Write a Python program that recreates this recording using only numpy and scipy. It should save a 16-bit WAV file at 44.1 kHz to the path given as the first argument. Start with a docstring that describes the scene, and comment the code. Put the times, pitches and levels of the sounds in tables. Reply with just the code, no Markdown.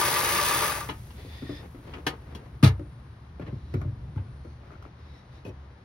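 """Hosing a tub in a shed

Water drums and hisses on a galvanised tub in a wooden shed. The jet is shut off, bubbles fizz on the wet
metal and faint breathy hisses come and go. The nozzle clacks, is let go and clatters against the boards,
jarring the tub; softer knocks and clicks follow as hose and tap are handled. A low outdoor rumble lies
under it all, heard through a small microphone with two openings."""
import sys
import numpy as np
from scipy import signal
from scipy.fft import rfft, irfft, next_fast_len
from scipy.io import wavfile
from scipy.ndimage import map_coordinates

SR = 44100
rng = np.random.default_rng(int(sys.argv[2]) if len(sys.argv) > 2 else 0)


def put_to_file(sound):
    """Save the sound as 16-bit audio at rate SR, in the file named by the first command-line argument."""
    columns = np.atleast_2d(sound).T  # one column per channel
    safe = np.clip(columns, -1, 1)
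    whole_steps = np.round(safe * 32767)
    wavfile.write(sys.argv[1], SR, whole_steps.astype(np.int16))


N = 257544
TIME = np.arange(N) / SR

# the notes of the tub bottom (pitch [Hz], width [Hz], level [dB])
TUB_NOTES = [(366, 46, -11.5), (432, 24, -12), (479, 22, -9.5), (589, 26, -4.5), (874, 23, -17),
             (968, 34, 2.5), (1065, 35, -5), (1183.5, 40, 6.5), (1410, 54, -14.5), (1520, 20, -4.5),
             (1634, 30, -7), (1727, 88, -4.5), (1954, 29, -4), (2108, 24, -4), (2194, 26, -5),
             (2301, 12, -7), (2490, 34.5, -4), (3024, 35, -14.5), (3770, 35, -12)]
# tone colours: how strong each sound is from low to high (frequency [Hz], level [dB])
DRUM_COLOUR = [(50, -27), (110, -4), (220, -11), (420, -4.5), (700, -6), (950, -2.5), (1250, -5),
               (1450, -1.5), (2100, -7.5), (3200, -29), (6000, -18), (16000, -25)]  # drops on metal
SPLASH_COLOUR = [(200, -13.5), (1000, -10), (2500, 0.5), (5000, 0), (7000, -3), (9500, -0.5), (13000, -2.5),
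                 (15600, 4.5)]  # drops bursting
CLACK_COLOUR = [(100, 3), (400, -2), (900, 1), (1400, 5), (2300, 4.5), (3100, 2.5), (6000, -8), (9500, -14),
                (13000, -16), (15600, -23)]  # the nozzle striking
LANDING_COLOUR = [(400, 0), (1500, 5.5), (4300, 4.5), (6200, -12.5), (10000, -10), (15600, -22)]  # the nozzle landing
THUD_COLOUR = [(70, -13), (150, 1.5), (320, 1.5), (480, -3), (750, -16), (1400, -17.5), (3000, -29),
               (9000, -51)]  # the dull part of a hit
TICK_COLOUR = [(300, -24), (900, 0), (1400, 10), (1700, -3), (2050, 3), (3200, -12), (5500, -16.5),
               (9500, -21.5), (15600, -25)]  # the sharp part of a hit on wood
RUSH_COLOUR = [(800, -3), (1600, -10), (2300, -2.5), (2750, -6), (3200, -7.5), (4000, -4.5), (4700, -10),
               (5600, -16), (12000, -34)]  # the airy rush of the breathy hiss
RUMBLE_COLOUR = [(20, -10.5), (45, -9), (74, 4.5), (92, -7.5), (120, -0.5), (165, -11.5), (300, -24),
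                 (700, -40.5), (2000, -71.5)]  # the outdoor rumble
AIR_COLOUR = [(100, 3), (400, -1), (1100, 1), (1800, -3), (2500, -10.5), (4000, -12), (6000, -20),
              (8500, -36), (11000, -41), (15500, -36)]  # the outdoor air

# hard hits of the nozzle and fittings
# (time [s], relative level [dB], rattle [s], treble slope [dB per octave], thud gain [dB], rise [s])
NOZZLE_HITS = [(0.888, -27, 0.004, -6, -7.5, 0.00079), (0.8952, -25, 0.0024, -3, -11, 0.0004),
               (1.105, -43.5, 0.003, 0, -26, 0.0008), (1.936, -32, 0.007, -6.5, -12.5, 0.0006),
               (2.0653, -16.5, 0.0084, 1.5, -12, 0.001), (2.349, -35, 0.002, 3, -6, 0.00085),
               (3.408, -42, 0.017, -11, 3.5, 0.0072), (3.461, -38.5, 0.016, -10, -6, 0.0047),
               (4.174, -40, 0.0051, -12, -7, 0.0025), (4.824, -52, 0.001, 5, -20, 0.0002),
               (5.446, -46.5, 0.042, 2.5, -11, 0.0027)]
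# the dropped nozzle lands and tumbles (time [s], level [dB], rattle [s], rise [s])
TUMBLES = [(2.627, -27, 0.0053, 0.00084), (2.634, -21.5, 0.013, 0.0012), (2.659, -29, 0.008, 0.0009),
           (2.673, -29.5, 0.0026, 0.00071)]
# the notes of the boards and tub that it jars (pitch [Hz], width [Hz], level [dB])
JARRED_NOTES = [(353, 25, 5.5), (445, 16, 11), (606, 64, -0.5), (884, 100, -0.5), (1185, 110, -5),
                (1690, 47, -4.5), (2090, 30, 1.5), (2310, 80, -8.5), (2680, 130, -13), (3310, 70, -10),
                (3690, 70, -5), (3890, 110, -14)]
# blows on the boards
# (time [s], knock gain [dB], boom gain [dB], boom centre [Hz], knock centre [Hz], tick level [dB])
BOARD_HITS = [(1.248, -37, -43, 79.7, 378, -69), (1.422, -30.5, -35, 145, 320, -46),
              (1.493, -25.5, -35, 170, 338, -43.5), (1.747, -37.5, -56, 79, 323, -50),
              (2.629, -17, -3, 168, 190, -48), (2.794, -31, -35.5, 149, 409, -48.5),
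              (3.396, -31.5, -32.5, 137, 537, -46.5), (3.48, -32.5, -36, 98, 537, -50),
              (3.527, -35, -27.5, 79, 348, -56), (3.739, -23, -20, 123, 259, -34),
              (3.814, -33, -30, 130, 507, -41), (3.847, -32.5, -24, 79, 440, -66),
              (4.16, -36, -18.5, 57, 286, -50), (4.447, -35.5, -48, 150.3, 436, -53),
              (5.451, -33.5, -39, 100, 470, -56), (5.462, -32, -32.5, 70, 474, -55),
              (5.479, -37.5, -32, 70, 505, -62), (5.496, -40.5, -41, 75, 480, -61)]
# small metal contacts (time [s], level [dB])
WHEEL_SLIPS = [(4.636, -50), (4.655, -50), (4.705, -45), (4.722, -46), (4.739, -45), (4.754, -43),
               (4.825, -40), (4.842, -44), (4.852, -42)]  # the tap wheel sticks and slips
COUPLING_HITS = [(5.451, -50), (5.466, -50), (5.492, -50)]  # the brass hose coupling is jogged
# the notes each object rings with when struck (pitch [Hz], level [dB], time to fade by 60 dB [s])
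NOZZLE_NOTES = [(889, 4, 0.042), (1022, 1.5, 0.033), (1252, -14, 0.34), (1765, -5.5, 0.075),
                (2790, -6, 0.083), (2955, 0.5, 0.053), (3290, -2, 0.069), (4085, -4.5, 0.064),
                (4350, -11, 0.12), (4810, -11, 0.073), (5600, -5, 0.063), (6040, -12.5, 0.071)]
BOARD_NOTES = [(247.6, -1.5, 0.12), (295, 3, 0.12), (353.7, 0, 0.12), (442, -11.5, 0.1), (508, -17, 0.022),
               (580, -5.5, 0.097)]
WALL_NOTES = [(69, -9.5, 0.79), (95.4, 4.5, 0.26), (125.8, 5.5, 0.18), (184, 3.5, 0.091)]
WHEEL_NOTES = [(632, -1, 0.014), (1210, -1, 0.015), (1370, 3.5, 0.014), (2120, -9, 0.01)]
COUPLING_NOTES = [(1850, -11, 0.07), (2540, -0.5, 0.082), (2990, -13, 0.07), (5700, -8, 0.05)]

# a hand strokes the hose and tap wheel (strongest moment [s], length [s], level [dB])
HAND_STROKES = [(1.197, 0.041, -49.5), (1.634, 0.069, -46), (1.937, 0.26, -47), (2.144, 0.038, -49),
                (2.353, 0.34, -51), (3.456, 0.081, -53), (4.713, 0.26, -54.5), (4.858, 0.05, -52.5),
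                (5.305, 0.65, -63)]
# spells of breathy hiss (start [s], length [s], level [dB], pitch [Hz], hoarseness [times the base width])
HISS_SPELLS = [(1.13, 0.51, -54.5, 3540, 0.87), (1.792, 0.2, -67, 3200, 1.8), (3.45, 0.4, -69, 3940, 2.7),
               (4.183, 0.42, -74.5, 4290, 1.5), (4.928, 0.32, -67, 3820, 1.2),
               (5.267, 0.16, -64, 3830, 3.2)]
# the resonances of the breathy hiss
# (frequency [times the pitch], base width [Hz], level [dB], glide [share of frequency])
BREATHY_RESONANCES = [(0.532, 120, 5, -0.07), (0.665, 218, -13, 0), (0.999, 113.5, 6, 0.03),
                      (1.24, 100, -10, 0.02), (1.385, 120, -1, 0.087)]
# the rise and fall of the outdoor rumble (time [s], relative level [dB])
RUMBLE_LEVELS = [(0, -41), (2.4, -44.5), (3.3, -45.5), (3.95, -37), (4.45, -45), (5.84, -51)]
# the shed's echo (frequency [Hz], time to fade by 60 dB [s])
SHED_ECHO = [(150, 0.17), (1000, 0.22), (3000, 0.13), (10000, 0.032)]
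# how alike the microphone's two sides are (frequency [Hz], likeness [0 to 1])
MIC_LIKENESS = [(60, 1), (140, 1), (280, 0.98), (640, 0.43), (1400, 0.14), (3100, 0.056), (5400, 0.59),
                (6600, 0.84), (7200, 1)]
# how much louder its left side is (frequency [Hz], left minus right [dB])
MIC_BALANCE = [(60, -0.1), (200, 2), (380, 2), (680, 6.5), (950, 9.5), (1350, 3), (2400, 1), (4400, 0)]
# how far its left side runs ahead (frequency [Hz], phase [radians])
MIC_LEAD = [(500, 0), (950, -.5), (2400, 0.5), (4300, 1.2), (5300, 1), (6300, 1.57), (7400, np.pi),
            (11000, 2 * np.pi), (14400, 3 * np.pi), (15700, 10.5)]

EASE_S, SHUT_S = 0.59, 0.9  # the trigger starts to ease; the jet is shut


def spray():
    """Thousands of drops drum on the sheet metal and burst into a spattering hiss."""
    easing = np.maximum(TIME - EASE_S, 0) / (SHUT_S - EASE_S)
    fade_db = -16.5 * easing ** 2 - 250 * np.maximum(TIME - SHUT_S, 0)  # the last drops die out fast
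    impacts = drops(rate=3000) * amp(1.2 * wobble(28.2))
    # each note swells and sinks as the jet strays over the metal
    ring = sum(amp(db + 1.7 * wobble(9.3)) * np.sqrt(width) * resonated(impacts, [(hz, width, 0)])
               for hz, width, db in TUB_NOTES)
    ring = amp(-0.2 + 0.45 * fade_db) * unit(ring)  # a weaker jet rings the metal less
    drumming = amp(-5) * coloured(drops(rate=2500), DRUM_COLOUR)
    narrow = amp([[0], [-5]])  # the tub is compact, so less of it goes to the sides
    tub = amp(-26.5 + fade_db) * narrow * (ring + drumming)
    spatter = drops(rate=22000) * amp(2.1 * wobble(350))  # the jet breaks up in clumps
    splash = amp(-25.5 + 1.58 * fade_db) * coloured(spatter, SPLASH_COLOUR)
    return in_shed(tub, wet_db=-15.5) + in_shed(splash, wet_db=-5.5)


def clacks():
    """The nozzle and its fittings strike: a short rattling crack, the nozzle's ring and a dull thud."""
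    out, t = np.zeros((2, N)), np.arange(SR // 2) / SR
    for s, level_db, rattle, slope, thud_db, rise in NOZZLE_HITS:
        chatter = amp(-60 * np.maximum(t - rattle, 0) / 0.096)  # loose parts rattle, then settle
        treble_db = lambda hz: slope * np.log2(max(hz / 2000, 1))  # softer hits lose treble
        colour = [(hz, db + treble_db(hz)) for hz, db in CLACK_COLOUR]
        notes = [(hz, db + min(treble_db(hz), 0), fade_s) for hz, db, fade_s in NOZZLE_NOTES]
        crack = amp(-11.5) * coloured(noise(len(t)), colour) * chatter
        ring = amp(-12) * ringing(notes, t)
        thud = amp(thud_db) * coloured(noise(len(t)), THUD_COLOUR) * chatter
        hit = amp(level_db) * (crack + ring + thud) * onset(t, rise)
        add(out, s, in_shed(hit, wet_db=-8.5))
    return out


def landing():
    """The dropped nozzle clatters against the boards; the tub beside it is jarred and rings hollow."""
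    out, t = np.zeros((2, N)), np.arange(SR // 2) / SR
    for s, db, rattle, rise in TUMBLES:
        settling = np.maximum(t - rattle, 0)
        hollow = resonated(noise(len(t)), JARRED_NOTES) * amp(-60 * settling / 0.1)
        crack = coloured(noise(len(t)), LANDING_COLOUR) * amp(-5 - 60 * settling / 0.07)
        add(out, s, in_shed(amp(db) * (hollow + crack) * onset(t, rise), wet_db=-9.5))
    return out


def blows(rebound_s=0.024, rebound_db=-21.5):
    """A blow knocks one board, sets the whole wall booming and lands again more lightly."""
    out, t = np.zeros((2, N)), np.arange(SR // 2) / SR
    for s, knock_db, boom_db, boom_hz, knock_hz, tick_db in BOARD_HITS:
        hit = knock(t, knock_hz, knock_db, tick_db)
        hit[0] += amp(boom_db) * boom(t, boom_hz)  # in the centre only
        add(out, s, hit)
        add(out, s + rebound_s, amp(rebound_db) * knock(t, knock_hz, knock_db, tick_db))
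    return out


def knock(t, centre_hz, knock_db, tick_db):
    """One hit on a board: a dull thud, the board's ring and a tick."""
    notes = [(hz, db + favoured(hz, centre_hz), fade_s) for hz, db, fade_s in BOARD_NOTES]
    colour = [(hz, db + favoured(hz, centre_hz) / 2) for hz, db in THUD_COLOUR]
    thud = coloured(noise(len(t)), colour) * amp(-4 - 60 * t / 0.056)
    ring = amp(-8.5) * ringing(notes, t)
    tick = coloured(noise(len(t)), TICK_COLOUR) * amp(tick_db - 60 * t / 0.045)
    hit = amp(knock_db) * (thud + ring) + tick
    return in_shed(hit * onset(t, 0.00085), wet_db=-7)


def boom(t, centre_hz):
    """The plank wall's low notes; a softer hit favours the lower ones."""
    bent = t + 0.0068 * onset(t, 0.0065)  # high ripples in the wood arrive first, so the pitch falls
    notes = [amp(db + favoured(hz, centre_hz) - 60 * t / fade_s) * np.sin(2 * np.pi * hz * bent)
             for hz, db, fade_s in WALL_NOTES]
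    return sum((-1) ** (k + 1) * note for k, note in enumerate(notes)) * onset(t, 0.019)


def clinks():
    """The tap wheel ticks as it turns; the brass coupling rings as the hose swings against the wall."""
    out, t = np.zeros((2, N)), np.arange(SR // 2) / SR
    for contacts, notes in (WHEEL_SLIPS, WHEEL_NOTES), (COUPLING_HITS, COUPLING_NOTES):
        for s, db in contacts:
            add(out, s, amp(db) * ringing(notes, t) * onset(t, 0.00069))
    return out


def rubbing(between_strokes_db=-62.5):
    """Skin and rubber slide in tiny uneven slips; each stroke swells and dies away."""
    strokes = sum(amp(db) * np.exp(-(2 * (TIME - s) / length) ** 2) for s, length, db in HAND_STROKES)
    slips = drops(rate=4000) * amp(2.2 * wobble(45))
    colour = [(100, 4.5), (350, 13.5), (800, 2.5), (1400, -1.5), (2200, -4), (3400, -12.5),
              (6000, -22), (15000, -35.5)]
    return np.hypot(strokes, amp(between_strokes_db)) * coloured(slips, colour)


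def breathy_hisses(ramp_s=0.07, swell_db=15):
    """Faint, breath-like hisses: airy gliding tones swell out of a hoarse rush."""
    out = np.zeros((2, N))
    for s, length, db, pitch, hoarse in HISS_SPELLS:
        t = np.arange(round(length * SR)) / SR
        progress = t / length
        fade = np.clip(t / ramp_s, 0, 1) * np.clip((length - t) / ramp_s, 0, 1)
        tones = 0
        for multiple, width, tone_db, glide in BREATHY_RESONANCES:
            steady = resonated(noise(SR), [(multiple * pitch, hoarse * width, 0)])
            position = np.cumsum(1 + glide * (progress - 0.5))  # reading faster raises the pitch
            gliding = np.array([map_coordinates(row, [position]) for row in steady])
            tones = tones + amp(tone_db) * np.sqrt(width) * gliding
        swelling = unit(tones) * amp(swell_db * (progress - 0.5))
        rush = amp(-0.5) * coloured(noise(len(t)), RUSH_COLOUR)
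        add(out, s, amp(db + 0.94 * wobble(13.6)[:len(t)]) * fade * (swelling + rush))
    return out


def fizz(fall_db_per_s=12):
    """Tiny bubbles burst in the film of water, ever fainter as it runs to the drain."""
    level_db = -55.5 - fall_db_per_s * np.maximum(TIME - SHUT_S, 0)
    colour = [(500, -48), (2000, 0), (5000, -4.5), (10000, -5), (15500, -5)]
    return amp(level_db) * coloured(drops(rate=12000), colour)


def tap(closed_s=4.64):
    """Water under pressure sings thinly in the tap and gets quieter as the wheel is closed."""
    closing = np.clip((TIME - closed_s) / 0.5 + 1, 0, 1)
    colour = [(7000, -39.5), (8800, -8.5), (9500, 2), (10400, -13), (13000, -25.5)]
    return amp(-79.5 - 5 * closing + 2.1 * wobble(3.2)) * coloured(noise(N), colour)


def outdoors():
    """A wavering low rumble and faint outdoor air."""
    rumble_db = np.interp(TIME, *np.transpose(RUMBLE_LEVELS)) + 1
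    rumble = amp(rumble_db + 0.54 * wobble(8.4)) * coloured(noise(N), RUMBLE_COLOUR)
    air = amp(-58.5 + 0.3 * wobble(11)) * coloured(noise(N), AIR_COLOUR)
    return rumble + air


def in_shed(hit, wet_db):
    """A sound plus its echo off the wooden walls; wet_db sets how loud the echo is."""
    hz, t, spectrum = signal.stft(noise(SR // 2), SR, nperseg=256)
    tail = signal.istft(spectrum * amp(-60 * t / along(SHED_ECHO, hz)[:, None]), SR, nperseg=256)[1]
    echo = signal.fftconvolve(hit, tail / np.linalg.norm(tail[0]), axes=1)
    return hit + amp(wet_db) * echo[:, :hit.shape[1]]


def ringing(notes, t):
    """Fading notes, struck a little differently each time."""
    return sum(amp(db + rng.normal(0, 2.66) - 60 * t / fade_s)
               * np.sin(2 * np.pi * (hz * t + rng.random((2, 1)))) for hz, db, fade_s in notes)


def favoured(hz, centre_hz):
    """Gain in dB: a hit drives the frequencies around its centre most."""
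    return -7 * np.log2((hz + 1) / centre_hz) ** 2


def onset(t, rise_s):
    """A smooth climb from 0 to 1."""
    return 1 - np.exp(-t / rise_s)


def amp(db):
    """Turn decibels into a multiplier."""
    return 10 ** (np.asarray(db) / 20)


def unit(x):
    """Scale to an average strength (rms) of 1."""
    return x / np.sqrt(np.mean(x ** 2) + 1e-20)


def along(points, hz):
    """Read between (frequency, value) points, with octaves evenly spaced."""
    f, v = np.transpose(points)
    return np.interp(np.log(hz + 1), np.log(f + 1), v)


def wobble(rate):
    """A smooth curve through rate random values a second."""
    return map_coordinates(rng.standard_normal(int(N * rate / SR) + 4), [np.arange(N) * rate / SR])


def filtered(x, response):
    """Multiply each frequency in x by response(frequency)."""
    n = x.shape[-1]
    padded = next_fast_len(n + 8192)
    return irfft(rfft(x, padded) * response(np.fft.rfftfreq(padded, 1 / SR)), padded)[..., :n]


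def coloured(x, colour):
    """Give x a tone colour, at strength 1."""
    return unit(filtered(x, lambda hz: amp(along(colour, hz))))


def resonated(x, notes):
    """Let x ring at the given notes, at strength 1; narrow notes ring longer."""
    response = lambda f: sum(amp(db) * 1j * f * width / (hz * hz - f * f + 1j * f * width)
                             for hz, width, db in notes)
    return unit(filtered(x, response))


def noise(size):
    """Two unrelated white noises: one for the centre, one for the sides."""
    return rng.standard_normal((2, size))


def drops(rate):
    """Clicks of random size at random moments, about rate a second."""
    return unit((rng.random((2, N)) < rate / SR) * noise(N))


def add(track, s, sound):
    """Mix a sound in at s seconds."""
    start = round(s * SR)
    track[:, start:start + sound.shape[-1]] += sound[..., :N - start]


def scene():
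    """All sources, spread to left and right: bass and top treble reach both sides alike."""
    hissing = spray() + fizz() + breathy_hisses() + tap()
    handling = rubbing() + clacks() + landing() + clinks() + blows()
    spread = lambda hz: np.arccos(np.clip(along(MIC_LIKENESS, hz), -1, 1)) / 2
    shares = lambda hz: np.array([np.cos(spread(hz)), np.sin(spread(hz))])
    centre, side = filtered(hissing + handling + outdoors(), shares)
    return np.array([centre + side, centre - side])


def record(dry, low_hz=45, top_hz=15850):
    """The microphone's two openings differ in level and timing; deep bass and the very top are cut."""
    half = np.array([[0.5], [-0.5]])  # left and right each take half the difference
    balance = lambda hz: amp(half * along(MIC_BALANCE, hz))
    lead = lambda hz: np.exp(1j * half * np.interp(hz, *np.transpose(MIC_LEAD)))
    bass_cut = signal.sosfilt(signal.butter(2, low_hz, 'highpass', fs=SR, output='sos'), dry)
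    return filtered(bass_cut, lambda hz: balance(hz) * lead(hz) / (1 + (hz / top_hz) ** 300))


dry = scene()
out = record(dry)
put_to_file(out)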